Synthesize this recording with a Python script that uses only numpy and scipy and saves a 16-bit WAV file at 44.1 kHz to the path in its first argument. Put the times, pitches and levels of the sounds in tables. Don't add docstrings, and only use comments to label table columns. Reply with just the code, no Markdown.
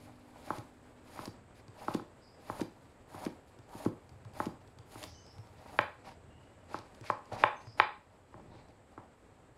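import sys
import numpy as np
from scipy import signal
from scipy.fft import rfft, irfft, next_fast_len
from scipy.io import wavfile

SR = 44100
rng = np.random.default_rng(int(sys.argv[2]) if len(sys.argv) > 2 else 0)


def unload_wav(signal):
    wavfile.write(
        sys.argv[1],
        SR,
        np.round(np.clip(np.atleast_2d(signal).T, -1, 1) * 32767).astype(np.int16),
    )


N = 422301

# f/Hz, level/dB, t60/s
ROCKING_MODES = [(158.6, -3, 0.13), (206.4, 8.5, 0.022), (319, 6, 0.047), (436, 5.5, 0.012)]


def amp(db):
    return 10 ** (np.asarray(db) / 20)


def rms_one(x):
    return x / np.sqrt(np.mean(x ** 2) + 1e-20)


def in_time(curve):
    return np.interp(np.arange(N) / SR, *np.transpose(curve))


def at_hz(curve, hz):
    knots_hz, values = np.transpose(curve)
    return np.interp(np.log(hz), np.log(knots_hz), values)


def band(x, low_hz, high_hz):
    return signal.sosfilt(signal.butter(2, [low_hz, high_hz], "band", fs=SR, output="sos"), x)


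def drift(rate_hz):
    hop = 40
    r = np.exp(-2 * np.pi * rate_hz * hop / SR)
    slow = signal.lfilter([1], [1, -2 * r, r * r], rng.standard_normal(N // hop + 2002))[2000:]
    return np.interp(np.arange(N) / hop, np.arange(len(slow)), rms_one(slow))


def colour(x, spectrum):
    size = next_fast_len(N)
    hz = np.maximum(np.fft.rfftfreq(size, 1 / SR), 1)
    return rms_one(irfft(rfft(x, size) * amp(at_hz(spectrum, hz)), size)[:N])


def ring(clicks, hz, t60_s):
    r, w = amp(-60 / (t60_s * SR)), 2 * np.pi * hz / SR
    return signal.lfilter([0, np.sin(w)], [1, -2 * r * np.cos(w), r * r], clicks + 1e-18)


def grains(per_s, spread_db):
    sizes = amp(spread_db * np.minimum(rng.exponential(1, N), 5)) * rng.choice([-1, 1], N)
    return sizes * (rng.random(N) < per_s / SR)


def cutting():
    # f/Hz, level/dB
    tearing_spectrum = [(2940, -1.5), (5000, -1.5), (5880, -8), (6880, -0.5), (8100, -11.5), (9170, -1.5),
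                        (11700, -6), (15600, -18)]
    rubbing_spectrum = [(900, -29), (1500, 4), (2300, 7), (3200, -1.5), (4750, 1.5), (6500, -10.5),
                        (9000, -19), (14000, -47)]
    # f/Hz, level/dB, t60/s
    creak_modes = [(305, -9, 0.04), (631, -5.5, 0.061), (799.5, 4, 0.02), (938, -2.5, 0.033),
                   (1117, -7, 0.015), (1314, -8.5, 0.0074), (1680, -16, 0.0072)]
    # t/s, level/dB
    top_curve = [(0, 0), (5.9, 0), (6.02, -13), (9.58, -13)]
    hiss_gain, creak_gain, rub_gain = stroke_gains()
    tearing = colour(grains(15000, 2.5) * amp(1.5 * drift(40)), tearing_spectrum)
    top = signal.sosfilt(signal.butter(4, 12000, "high", fs=SR, output="sos"), tearing)
    low = signal.sosfilt(signal.butter(4, 12000, fs=SR, output="sos"), tearing)
    hiss = low + amp(in_time(top_curve)) * top
    rub = colour(grains(9000, 0.71) * amp(2.5 * drift(26)), rubbing_spectrum)
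    breaks = grains(2500, 1.8) * amp(2.8 * drift(30))
    creak = sum(amp(db) * ring(breaks, hz, t60_s) for hz, db, t60_s in creak_modes)
    return hiss_gain * hiss + creak_gain * rms_one(creak) + rub_gain * rub


def stroke_gains():
    # start/s, end/s, hiss/dB, creak/dB, rub/dB
    strokes = [(-.1, 0.05, -68.5, -74, -71), (0.382, 0.568, -59, -49.5, -60),
               (1.02, 1.257, -59.5, -48.5, -59), (1.54, 1.588, -73, -63, -67),
               (1.72, 1.954, -59, -46, -59.5), (2.38, 2.611, -58.5, -45.5, -60),
               (2.81, 2.83, -77, -73, -90), (3.062, 3.253, -58, -46, -64), (3.468, 3.487, -72, -75, -78),
               (3.67, 3.849, -58.5, -45.5, -64), (4.32, 4.45, -58.5, -49.5, -61),
               (4.663, 4.68, -82, -79, -86), (4.845, 5.046, -57, -52, -63.5),
               (5.54, 5.815, -64, -48.5, -66), (6.038, 6.09, -67, -49, -57.5),
               (6.682, 6.759, -65, -49.5, -55), (6.942, 6.945, -67, -86, -76),
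               (7.027, 7.086, -62.5, -52.5, -51.5), (7.312, 7.346, -63.5, -39, -52),
               (7.364, 7.43, -59.5, -46, -51.5), (7.597, 7.622, -75, -66, -66),
               (7.769, 7.803, -62, -49, -53.5), (8.317, 8.449, -89, -60, -80),
               (8.48, 8.596, -95, -56, -68.5), (8.677, 8.71, -84, -63, -75),
               (8.91, 8.927, -79, -59.5, -76.5), (8.976, 8.985, -86, -49, -86)]
    # t/s, level/dB
    handling = [(0, -83), (.35, -73.5), (.7, -80), (1.6, -95), (2.3, -82.5), (3.0, -83), (4.0, -82.5),
                (4.85, -84.5), (5.2, -88), (5.5, -74), (5.95, -85), (6.6, -83), (7.3, -77.5), (7.75, -88),
                (8.2, -86), (9.0, -88), (9.58, -85.5)]
    swell_db_per_s, release_db_per_s = np.vstack([41, 41.5, 24.5]), np.vstack([262, 196, 251.5])
    peak_lead_s, handling_share_db = np.vstack([0.0011, 0.0083, 0.001]), np.vstack([0, 14.5, 4])
    t = np.arange(N) / SR
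    rustle_db = in_time(handling) + 2 * drift(5.6)
    power = amp(rustle_db + handling_share_db) ** 2
    for start_s, end_s, *levels_db in strokes:
        span = slice(max(int(start_s * SR), 0), int((end_s + 0.4) * SR))
        to_peak_s = end_s - peak_lead_s - t[span]
        loss_db = np.where(to_peak_s > 0, swell_db_per_s, release_db_per_s) * np.abs(to_peak_s)
        bite_s = max(0.46 * (end_s - start_s), 0.003)
        bite = np.clip((t[span] - start_s) / bite_s, 0, 1)
        power[:, span] += (bite * amp(np.vstack(levels_db) - loss_db)) ** 2
    return np.sqrt(power)


def strike(times_s, levels_db, modes, hardness_db_per_oct=0):
    pivot_hz, bass_share = 1300, 0.085
    onsets = np.round(times_s * SR).astype(int)
    scatter_db = 1.5 * rng.standard_normal((len(onsets), len(modes)))
    out = np.zeros(N)
    for k, (hz, mode_db, t60_s) in enumerate(modes):
        slope = hardness_db_per_oct if hz > pivot_hz else -bass_share * np.minimum(hardness_db_per_oct, 0)
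        tilt_db = slope * np.log2(hz / pivot_hz)
        clicks = np.zeros(N)
        clicks[onsets] = amp(levels_db + mode_db + tilt_db + scatter_db[:, k]) * (-1) ** (k + 1)
        out += ring(clicks, hz, t60_s)
    return out


def blows():
    # t/s, knock/dB, hardness/(dB/oct), thump/dB, boom/dB
    impacts = [(0.504, -15, -35, -36.5, -46), (0.58, -49, -14, -41.5, -42), (0.604, -47, -24, -59, -57),
               (1.19, -27, -32, -42, -52), (1.275, -40, -19, -38.5, -47), (1.681, -51, -12, -60, -48),
               (1.882, -16, -39, -36, -48), (1.947, -29.5, -11, -26, -49.5), (1.996, -32.5, -27, -53, -49),
               (2.022, -56, -25, -47, -57), (2.498, -20.5, -20, -39, -50), (2.612, -33, 5, -27, -47),
               (3.144, -33, -39, -43, -54), (3.263, -34.5, 6.5, -28, -60), (3.587, -54, -14, -56, -54),
               (3.749, -44, -31, -41.5, -52), (3.86, -23, -36, -22.5, -37), (4.251, -44, -19, -77, -46.5),
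               (4.401, -14.5, -23, -37, -50), (4.465, -43, 3, -29.5, -51), (4.787, -49, -17, -63, -50),
               (4.956, -35.5, -28, -47, -57), (5.038, -41, -15, -51, -76), (5.384, -50, -16, -75, -44),
               (5.789, -7.5, 1.5, -36, -42), (6.048, -48, -3, -66, -71), (6.743, -19, -26, -41, -60),
               (6.789, -49, -14, -52, -55), (7.009, -67, -14, -49.5, -46.5), (7.04, -41, 0, -65, -70),
               (7.1, -11.5, -13.5, -40, -46.5), (7.323, -51, -17, -59, -43), (7.437, -4, 1, -40.5, -41.5),
               (7.67, -44, -3, -62, -46.5), (7.799, -4.5, 4, -52, -47), (8.341, -37, -10, -57, -53.5),
               (8.552, -51, -18.5, -63, -62), (8.689, -70, -15.5, -59.5, -61),
               (8.977, -31, -22, -51, -52.5)]
    # f/Hz, level/dB, t60/s
    board_modes = [(336, -25, 0.044), (440, -13, 0.012), (602, -15, 0.043), (850, -9.5, .04),
                   (1065, -8.5, 0.031), (1302, -9.5, 0.018), (1600, -9, 0.017), (1870, -10, 0.015),
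                   (2410, -9, 0.0083), (2950, -16, 0.011), (3003, -17.5, 0.017), (3530, -23.5, .011),
                   (3917, -27.5, 0.009), (4900, -35.5, 0.012)]
    table_modes = [(108.5, 10.5, 0.082)]
    times_s, knock_db, hardness, thump_db, boom_db = np.transpose(impacts)
    knock = band(strike(times_s, knock_db, board_modes, hardness), 280, 6500)
    thump = band(strike(times_s, thump_db, ROCKING_MODES), 180, 700)
    boom = band(strike(times_s, boom_db, table_modes), 100, 170)
    return knock + thump + boom


def snaps():
    # t/s, level/dB
    bursts = [(0.584, -35.5), (1.0749, -57), (1.256, -29), (1.276, -45), (1.5554, -57), (1.6812, -45.5),
              (1.94, -31), (1.9461, -29), (2.608, -31), (2.6156, -31), (2.833, -62), (3.2505, -28.5),
              (3.261, -42), (3.5885, -47.5), (3.6925, -51), (3.85, -38), (3.858, -43), (4.093, -44.5),
              (4.2488, -46), (4.336, -48), (4.4567, -32.5), (4.4644, -40), (4.676, -49), (4.787, -43.5),
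              (5.029, -29), (5.0384, -25), (5.2644, -46.5), (5.383, -48), (5.472, -49), (5.811, -39.5),
              (6.0472, -61), (6.788, -36), (6.9485, -45.5), (7.011, -41), (7.043, -45.5), (7.1086, -40),
              (7.2558, -47), (7.331, -36.5), (7.381, -47.5), (7.6191, -51.5), (7.6705, -51),
              (8.5608, -56.5), (8.6852, -56)]
    crest_db, t60_s = 11, 0.016
    times_s, levels_db = np.transpose(bursts)
    clicks = np.zeros(N)
    clicks[np.round(times_s * SR).astype(int)] = amp(levels_db - crest_db)
    envelope = signal.lfilter([1], [1, -amp(-60 / (t60_s * SR))], clicks + 1e-18)
    blade = amp(-6) * ring(clicks, 4720, t60_s)
    return envelope * rms_one(band(rng.standard_normal(N), 1500, 6500)) + blade


def dragged_slices():
    # t/s, level/dB
    drag = [(8.33, -78), (8.35, -59.5), (8.45, -54), (8.62, -63), (8.68, -74), (8.7, -58), (8.8, -80)]
    t = np.arange(N) / SR
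    contacts = grains(1500, 1.8) * amp(2.1 * drift(17))
    murmur = sum(amp(db) * ring(contacts, hz, t60_s) for hz, db, t60_s in ROCKING_MODES)
    moving = (t > drag[0][0]) & (t < drag[-1][0])
    return rms_one(murmur) * amp(in_time(drag)) * moving


def kitchen(x):
    # f/Hz, t60/s
    decay = [(150, 0.19), (500, 0.37), (1400, 0.32), (3700, 0.37), (8000, 0.13)]
    first_wall_s, build_s = 0.006, 0.014
    t = np.arange(SR // 2) / SR
    edges_hz = 80 * 2 ** np.arange(0, 7.6, 0.5)
    tail = sum(band(rng.standard_normal(len(t)), low, high) * amp(-60 * t / at_hz(decay, low))
               for low, high in zip(edges_hz, edges_hz[1:]))
    tail *= np.clip((t - first_wall_s) / build_s, 0, 1)
    return signal.fftconvolve(x, tail / np.sqrt(np.sum(tail ** 2)))[:N]


def chirps_and_swishes():
    # start/s, length/s, first f/Hz, last f/Hz, level/dB, bandwidth/Hz
    glides = [(2.208, 0.17, 4920, 4950, -64.5, 500), (5.05, 0.175, 5200, 5400, -58.5, 1500),
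              (5.13, 0.15, 6050, 6350, -63, 300), (5.115, 0.21, 3030, 2980, -69, 80),
              (5.23, .2, 5040, 5450, -61.5, 400), (6.276, 0.36, 2820, 2940, -70.5, 132),
              (7.55, 0.13, 6280, 6400, -66, 200), (7.645, 0.14, 4950, 5180, -60, 600),
              (8.5, 0.16, 3780, 4300, -70, 900)]
    glide_share, ramp_share, fade_db = 0.75, 0.19, 16.5
    t = np.arange(SR // 2) / SR
    out = np.zeros(N)
    for start_s, length_s, first_hz, last_hz, level_db, width_hz in glides:
        progress = t / length_s
        r = np.exp(-np.pi * width_hz / SR)
        noise = rng.standard_normal(len(t)) + 1j * rng.standard_normal(len(t))
        blur = signal.lfilter([1], [1, -2 * r, r * r], noise)
        pitch_hz = np.interp(progress, [0, glide_share], [first_hz, last_hz])
        tone = rms_one(np.real(blur * np.exp(2j * np.pi * np.cumsum(pitch_hz) / SR)))
        gate = np.interp(progress, [0, ramp_share, 1, 1 + ramp_share], [0, 1, 1, 0])
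        onset = int(start_s * SR)
        out[onset:onset + len(t)] += amp(level_db - fade_db * progress) * gate * tone
    return out


def background():
    # f/Hz, level/dB
    air_spectrum = [(12, -34), (20, -15), (81, -5), (101, -10), (119, -11.5), (197, -11), (253, -7.5),
                    (343, -11), (454, -9.5), (1780, -23), (2860, -30), (3110, -31), (6070, -42.5),
                    (8020, -29.5), (15600, -104)]
    hum_tones = [(247.6, -5.5), (298, -7.5)]
    # t/s, level/dB
    air_curve = [(0.0, -61.5), (1.6, -58.5), (2.1, -59.5), (2.64, -60.5), (5.41, -60.5), (7.41, -59),
                 (8.06, -63.5), (8.53, -62), (9.58, -62)]
    rumble_curve = [(0.0, -57.5), (0.3, -66), (0.88, -67), (1.52, -62.5), (2.05, -67), (2.29, -67.5),
                    (3.36, -60.5), (3.8, -75), (4.15, -56), (4.9, -62.5), (5.3, -57), (5.76, -68),
                    (6.27, -58), (7.2, -69), (7.6, -68), (8.53, -66.5), (9.1, -68), (9.58, -61)]
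    hum_curve = [(0, -52.5), (.6, -57), (1.15, -57.5), (1.4, -106), (9.58, -99)]
    t = np.arange(N) / SR
    air = colour(rng.standard_normal(N), air_spectrum) * amp(in_time(air_curve) + drift(8.3))
    rumble = rms_one(band(rng.standard_normal(N), 74.5, 126.4))
    rumble *= amp(in_time(rumble_curve) + 1.9 * drift(3.6))
    hum = sum(amp(db + 0.27 * drift(1.4)) * np.sin(2 * np.pi * hz * t) for hz, db in hum_tones)
    hiss = amp(-91) * rms_one(band(rng.standard_normal(N), 8500, 12500))
    return air + rumble + hum * amp(in_time(hum_curve)) + hiss


def scene():
    hits, glides = blows() + snaps(), chirps_and_swishes()
    room = kitchen(amp(-13.5) * hits + amp(-5.5) * glides)
    return (hits + cutting() + dragged_slices() + glides + room + background())[None]


def record(dry):
    return signal.sosfilt(signal.ellip(12, 0.5, 60, 15800, fs=SR, output="sos"), dry)


dry = scene()
out = record(dry)
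unload_wav(out)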